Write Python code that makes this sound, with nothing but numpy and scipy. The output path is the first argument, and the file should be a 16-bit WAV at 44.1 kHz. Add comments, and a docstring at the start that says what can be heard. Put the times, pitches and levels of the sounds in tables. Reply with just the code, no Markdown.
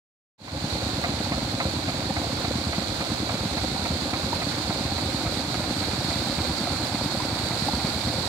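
"""Three slow single-cylinder diesels thud out of step beside fish ponds, driving paddlewheel aerators.
Each firing is an exhaust pulse trailed by turbulent gas; two engines also ring their intake ducts.
The nearest wheel clacks in its loose shaft joint every turn, slaps and churns the water and throws
a hissing spray. The sound fades in; the microphone turns towards the wheel, and its right port
rings in the treble."""
import sys
import numpy as np
from scipy import signal
from scipy.fft import rfft, irfft, next_fast_len
from scipy.io import wavfile
from scipy.ndimage import map_coordinates

SR = 44100
rng = np.random.default_rng(int(sys.argv[2]) if len(sys.argv) > 2 else 0)


def log_audio(samples):
    """Write samples as a 16-bit WAV file to the path given in sys.argv[1]."""
    # one column per channel
    frames = np.atleast_2d(samples).T
    # limit to full scale, then quantise
    limited = np.clip(frames, -1, 1)
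    pcm = np.round(limited * 32767).astype(np.int16)
    wavfile.write(sys.argv[1], SR, pcm)


N = 365148

WHEEL_HZ = 3.552  # shaft turns a second
# deep thump of exhaust or shoved water (frequency [Hz], level [dB])
THUMP_SPECTRUM = [(28, -52), (38, -30), (55, -6), (78, 0.5), (110, -2.5), (145, -11), (240, -11),
                  (400, -20.5), (700, -27), (1500, -33), (5000, -78)]
# slapped water surface (frequency [Hz], level [dB])
SLAP_SPECTRUM = [(80, -17), (250, -1.5), (450, -4), (750, 3), (1100, -4.5), (1450, -12), (1800, -14),
                 (2250, -17), (3200, -27), (8000, -35)]


def amp(db):
    """Decibels to gain."""
    return 10 ** (np.asarray(db) / 20)


def unit(x):
    """Scale to rms 1."""
    return x / np.sqrt(np.mean(x ** 2) + 1e-20)


def along(points, hz):
    """Interpolate (frequency [Hz], value) points on a log axis."""
    point_hz, values = np.transpose(points)
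    return np.interp(np.log(hz + 1), np.log(point_hz + 1), values)


def ramp(start_s, length_s):
    """Linear rise from 0 to 1."""
    return np.clip((np.arange(N) / SR - start_s) / length_s, 0, 1)


def wobble(rate_hz):
    """Smooth random curve, rate_hz knots a second."""
    knots = rng.standard_normal(N // 100)
    return map_coordinates(knots, [np.arange(N) * rate_hz / SR], mode="wrap")


def filtered(x, response):
    """Apply a complex frequency response."""
    size = 2 * next_fast_len((N + SR // 2) // 2)
    hz = np.fft.rfftfreq(size, 1 / SR)
    return irfft(rfft(x, size) * response(hz), size)[..., :N]


def coloured(x, spectrum):
    """Minimum-phase filter shaped by (frequency [Hz], level [dB])."""
    def response(hz):
        cepstrum = irfft(np.log(amp(along(spectrum, hz))))
        half = len(cepstrum) // 2
        return np.exp(rfft(np.r_[cepstrum[0], 2 * cepstrum[1:half], np.zeros(half)]))
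    return filtered(x, response)


def resonate(x, modes):
    """Parallel resonances of alternating sign (frequency [Hz], width [Hz], level [dB])."""
    def response(hz):
        return sum((-1) ** k * amp(db) * 1j * hz * width / (centre ** 2 - hz ** 2 + 1j * hz * width)
                   for k, (centre, width, db) in enumerate(modes))
    return filtered(x, response)


def beats(rate_hz, first_s, scatter_db):
    """One impulse per cycle of a governed machine, scattered in time and strength."""
    count = int(rate_hz * N / SR) + 1
    jitter, strength = rng.standard_normal((count, 2)).T
    times_s = first_s + np.arange(count) / rate_hz + 0.0005 * jitter
    onsets = np.abs(np.round(times_s * SR).astype(int))
    return np.bincount(onsets, amp(scatter_db * strength), N)[:N]


def burst(train, t60_s):
    """Decaying noise after each impulse, rms 1."""
    envelope = signal.lfilter([1], [1, -amp(-60 / (t60_s * SR))], train)
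    return unit(envelope * rng.standard_normal(N))


def puffs(train, rough, t60_s):
    """Pulses, each trailed by noise."""
    return unit(train) + rough * burst(train, t60_s)


def bubbles(count, pitch_hz, spread, cycles, size_db):
    """Randomly timed damped sines, pitch rising as they die, rms 1."""
    onsets = rng.integers(0, N, count)[:, None]
    hz = np.clip(pitch_hz * np.exp(spread * rng.standard_normal((count, 1))), 100, SR / 3)
    size = amp(size_db * np.minimum(rng.exponential(size=(count, 1)), 4))
    n = np.arange(int(2 * cycles * SR / pitch_hz))
    periods = hz * n / SR
    age = periods / cycles
    envelope = size * amp(-60 * age) * (1 - np.exp(-2 * periods))
    ring = envelope * np.sin(2 * np.pi * periods * (1 + age / 10))
    return unit(np.bincount((onsets + n).ravel(), ring.ravel(), N)[:N])


def stereo_noise(spectrum, coherence, centre=0):
    """Noise of given left-right coherence, rms 1; centre feeds both sides."""
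    def response(hz):
        angle = np.arccos(np.clip(along(coherence, hz), -1, 1)) / 2
        return amp(along(spectrum, hz)) * [np.cos(angle), np.sin(angle)]
    pair = rng.standard_normal((2, N))
    pair[0] += centre
    mid, side = filtered(pair, response)
    return unit(np.array([mid + side, mid - side]))


def plops():
    """Big air pockets collapse: a ringing bubble and a short splash each."""
    # (time [s], peak [dB], pitch [Hz])
    pockets = [(2.104, -25, 750), (4.328, -14.2, 920), (7.201, -21.5, 980), (7.684, -16, 810)]
    out = np.zeros(N + SR)
    t = np.arange(SR // 10) / SR
    envelope = amp(-60 * t / 0.036) * (1 - np.exp(-t / 0.0022))
    for start_s, peak_db, hz in pockets:
        ring = np.sin(2 * np.pi * hz * t * (1 + 2.3 * t))
        splash = unit(coloured(rng.standard_normal(N), SLAP_SPECTRUM)[:len(t)])
        plop = envelope * (ring + 0.5 * splash)
        out[round(start_s * SR):][:len(t)] += amp(peak_db) * plop / np.abs(plop).max()
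    return out[:N]


def paddles():
    """Blades slap the surface in turn; once a turn the deepest shoves the water with a thump."""
    blades = 6
    slaps = burst(beats(blades * WHEEL_HZ, first_s=0.004, scatter_db=3.5), t60_s=0.06)
    shove = burst(beats(WHEEL_HZ, first_s=0.276, scatter_db=0.5), t60_s=0.053)
    return (amp(-48.5) * unit(coloured(slaps, SLAP_SPECTRUM))
            + amp(-47) * unit(coloured(shove, THUMP_SPECTRUM)))


def shaft():
    """Each turn the loose joint takes up with a clack and rattle, then knocks as it lets go."""
    # shaft modes at take-up and let-go (frequency [Hz], width [Hz], level [dB])
    clack_modes = [(691, 28, 3), (767, 41, -4), (850, 38, -21), (1054, 24, -7.5), (1273, 42, -3.5),
                   (1350, 46, -13), (1630, 48, -13), (2007, 53, -6), (2210, 55, -10.5), (2240, 45, -8),
                   (2430, 34, -9.5)]
    knock_modes = [(254, 88, -1), (526, 52, 2.5), (615, 60, 0), (1430, 70, -9), (2320, 50, -8)]
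    # loose parts (frequency [Hz], level [dB])
    rattle_spectrum = [(300, -13), (750, 1), (1400, -3.5), (1780, -13.5), (2200, 1), (2600, -4.5),
                       (3300, -27), (8000, -40)]
    # unusually soft or hard catches (time [s], level change [dB])
    odd_turns = [(0.761, -9), (1.04, 5.5), (1.6, 4)]
    t = np.arange(N) / SR
    odd_db = sum(db * (np.abs(t - time_s) < 0.5 / WHEEL_HZ) for time_s, db in odd_turns)
    clack_db = -41.3 - 6 * ramp(start_s=4.1, length_s=1.6) + odd_db
    take_up = beats(WHEEL_HZ, first_s=0.194, scatter_db=0)
    let_go = beats(WHEEL_HZ, first_s=0.254, scatter_db=1.3)
    ring = unit(resonate(puffs(take_up, rough=0.87, t60_s=0.051), clack_modes))
    rattle = unit(coloured(burst(take_up, t60_s=0.1), rattle_spectrum))
    knock = unit(resonate(puffs(let_go, rough=0.5, t60_s=0.05), knock_modes))
    return amp(clack_db) * unit(ring + rattle) + amp(-46.5) * knock


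def falling_water():
    """Heavy drops patter into the pond under hissing spray, independent left and right."""
    # heavy drops, fine spray (frequency [Hz], level [dB])
    splash_spectrum = [(300, -5.5), (700, -1.5), (1100, -5.5), (1450, 3), (1800, -3), (2300, 2),
                       (3000, -2.5), (5000, -14), (12000, -40)]
    spray_spectrum = [(1000, -18), (2800, -1.5), (4000, 0.5), (6000, -1), (7500, -3.5), (9000, -7.5),
                      (10500, -11), (12000, -13.5), (15500, -15)]
    drops = np.array([bubbles(9000, pitch_hz=1816, spread=0.47, cycles=5.5, size_db=3.5)
                      for _ in range(2)])
    droplets = np.array([bubbles(25000, pitch_hz=9770, spread=0.35, cycles=2.5, size_db=2.5)
                         for _ in range(2)])
    patter = rng.standard_normal((2, N)) + 0.38 * drops
    hiss = rng.standard_normal((2, N)) + 0.6 * droplets
    splash = unit(filtered(patter, lambda hz: amp(along(splash_spectrum, hz))))
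    spray = unit(filtered(hiss, lambda hz: amp(along(spray_spectrum, hz))))
    rise_db = 0.3837 * np.arange(N) / SR  # microphone turning towards the wheel
    heavy_sheet_db = 0.8 * (ramp(5.98, 0.085) - ramp(6.415, 0.085))
    uneven_sheets_db = 0.31 * wobble(14) + 0.57 * wobble(70)
    return amp(-41 + rise_db + heavy_sheet_db + uneven_sheets_db) * (splash + spray)


def churn():
    """Air beaten under the surface gurgles as a crowd of bubbles."""
    # churned water (frequency [Hz], level [dB])
    spectrum = [(100, -36), (250, 0), (330, 0.5), (440, -9), (540, -.5), (630, -3), (760, 2), (1000, -3),
                (1450, -7.5), (1800, -10.5), (2300, -8), (4000, -25), (9000, -60)]
    # left-right likeness (frequency [Hz], coherence [0-1])
    coherence = [(200, 0.7), (650, 0.92), (1000, 0.8), (1800, 0.43), (3500, 0)]
    gurgle = bubbles(2200, pitch_hz=724, spread=0.492, cycles=14, size_db=3.5)
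    return amp(-36 + 0.6 * wobble(12)) * stereo_noise(spectrum, coherence, centre=0.18 * gurgle)


def bank_rumble():
    """Diffuse engine sound returned by the banks."""
    # rumble (frequency [Hz], level [dB])
    spectrum = [(20, -46), (32, -36), (42, -17), (55, -8.5), (74, -2), (86, 2), (100, -0.5), (140, -0.5),
                (200, -5), (310, -4), (420, -12.5), (700, -27.5), (2000, -65)]
    # left-right likeness (frequency [Hz], coherence [0-1])
    coherence = [(30, 0.92), (70, 0.96), (150, 0.98), (300, 0.79)]
    return amp(-36.5) * stereo_noise(spectrum, coherence)


def duct_engine(firing_hz, first_s, intake_lag_s, duct, exhaust_db, intake_db):
    """A deep exhaust thump, then the intake gulps and rings its duct."""
    exhaust = puffs(beats(firing_hz, first_s, scatter_db=2), rough=0.58, t60_s=0.089)
    intake = puffs(beats(firing_hz, first_s + intake_lag_s, scatter_db=0.5), rough=0.31, t60_s=0.023)
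    return (amp(exhaust_db) * unit(coloured(-exhaust, THUMP_SPECTRUM))
            + amp(intake_db) * unit(resonate(intake, duct)))


def near_engine():
    """A short, hard exhaust bark per firing: pressure pulse, then turbulent gas."""
    # exhaust (frequency [Hz], level [dB])
    spectrum = [(25, -53), (45, -36), (70, -7), (90, -2.5), (120, 0.5), (150, -3), (210, 0.5), (275, -4),
                (340, -16), (430, -25), (800, -17.5), (1300, -32.5), (2500, -34), (6000, -65)]
    firings = beats(rate_hz=8.8815, first_s=0.0785, scatter_db=1.7)
    return amp(-36) * unit(coloured(puffs(firings, rough=0.32, t60_s=0.1), spectrum))


def engines():
    """Three diesels at unequal rates drift through one another over their rumble."""
    # intake duct modes (frequency [Hz], width [Hz], level [dB])
    deep_duct = [(238.7, 22.5, 2), (300.5, 20.4, 1), (533.4, 30, -1)]
    far_duct = [(170, 104, -7.5), (310, 44, -1.5), (585, 86, -16)]
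    deep = duct_engine(firing_hz=9.693, first_s=0.004, intake_lag_s=0.026, duct=deep_duct,
                       exhaust_db=-37.5, intake_db=-40.5)
    far = duct_engine(firing_hz=9.431, first_s=0.012, intake_lag_s=0.028, duct=far_duct,
                      exhaust_db=-47, intake_db=-41)
    return near_engine() + deep + far + bank_rumble()


def scene():
    """Engines centred; the microphone's turn brings the wheel from the right to straight ahead."""
    # wheel's lag at the left port (time [s], delay [s])
    left_lag = [(0.5, .00019), (4.5, .00014), (6, .00005), (7.5, 0)]
    # wheel's colour when faced (frequency [Hz], gain [dB])
    facing_colour = [(300, -0.5), (550, 0.5), (1500, 0.6), (2200, -0.6), (3000, -2), (3800, -0.5),
                     (5000, .8), (6400, -2.2), (8000, 0.5)]
    t = np.arange(N) / SR
    delay_s = np.interp(t, *np.transpose(left_lag))
    facing = 1 - delay_s / delay_s.max()
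    left, right = churn() + paddles() + shaft() + plops()
    aslant = np.array([np.interp(t - delay_s, t, left), right]) + falling_water()
    ahead = filtered(aslant, lambda hz: amp(along(facing_colour, hz)))
    return (1 - facing) * aslant + facing * ahead + engines()


def record(dry):
    """Microphone port colour, fade-in and band limit."""
    # port responses (frequency [Hz], gain [dB])
    left_port = [(1800, 0.5), (2900, -2.5), (3900, -5), (5100, -9), (6000, -2.5), (7300, -4.5), (9000, -5),
                 (10500, -1), (12000, -4.5), (15500, -3.5)]
    right_port = [(1500, 0.65), (2300, 2), (2900, 1.9), (3400, 9.2), (3900, 15.2), (4400, 18.06),
                  (4800, 11.95), (5300, 5.2), (6000, 2.3), (7300, 6.25), (9000, 3.7), (15500, 0.5)]
    heard = filtered(dry, lambda hz: amp([along(left_port, hz), along(right_port, hz)]))
    fade_in = ramp(start_s=0.379, length_s=0.305)
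    return filtered(amp(-0.44) * heard * fade_in, lambda hz: hz < 15750)


dry = scene()
out = record(dry)
log_audio(out)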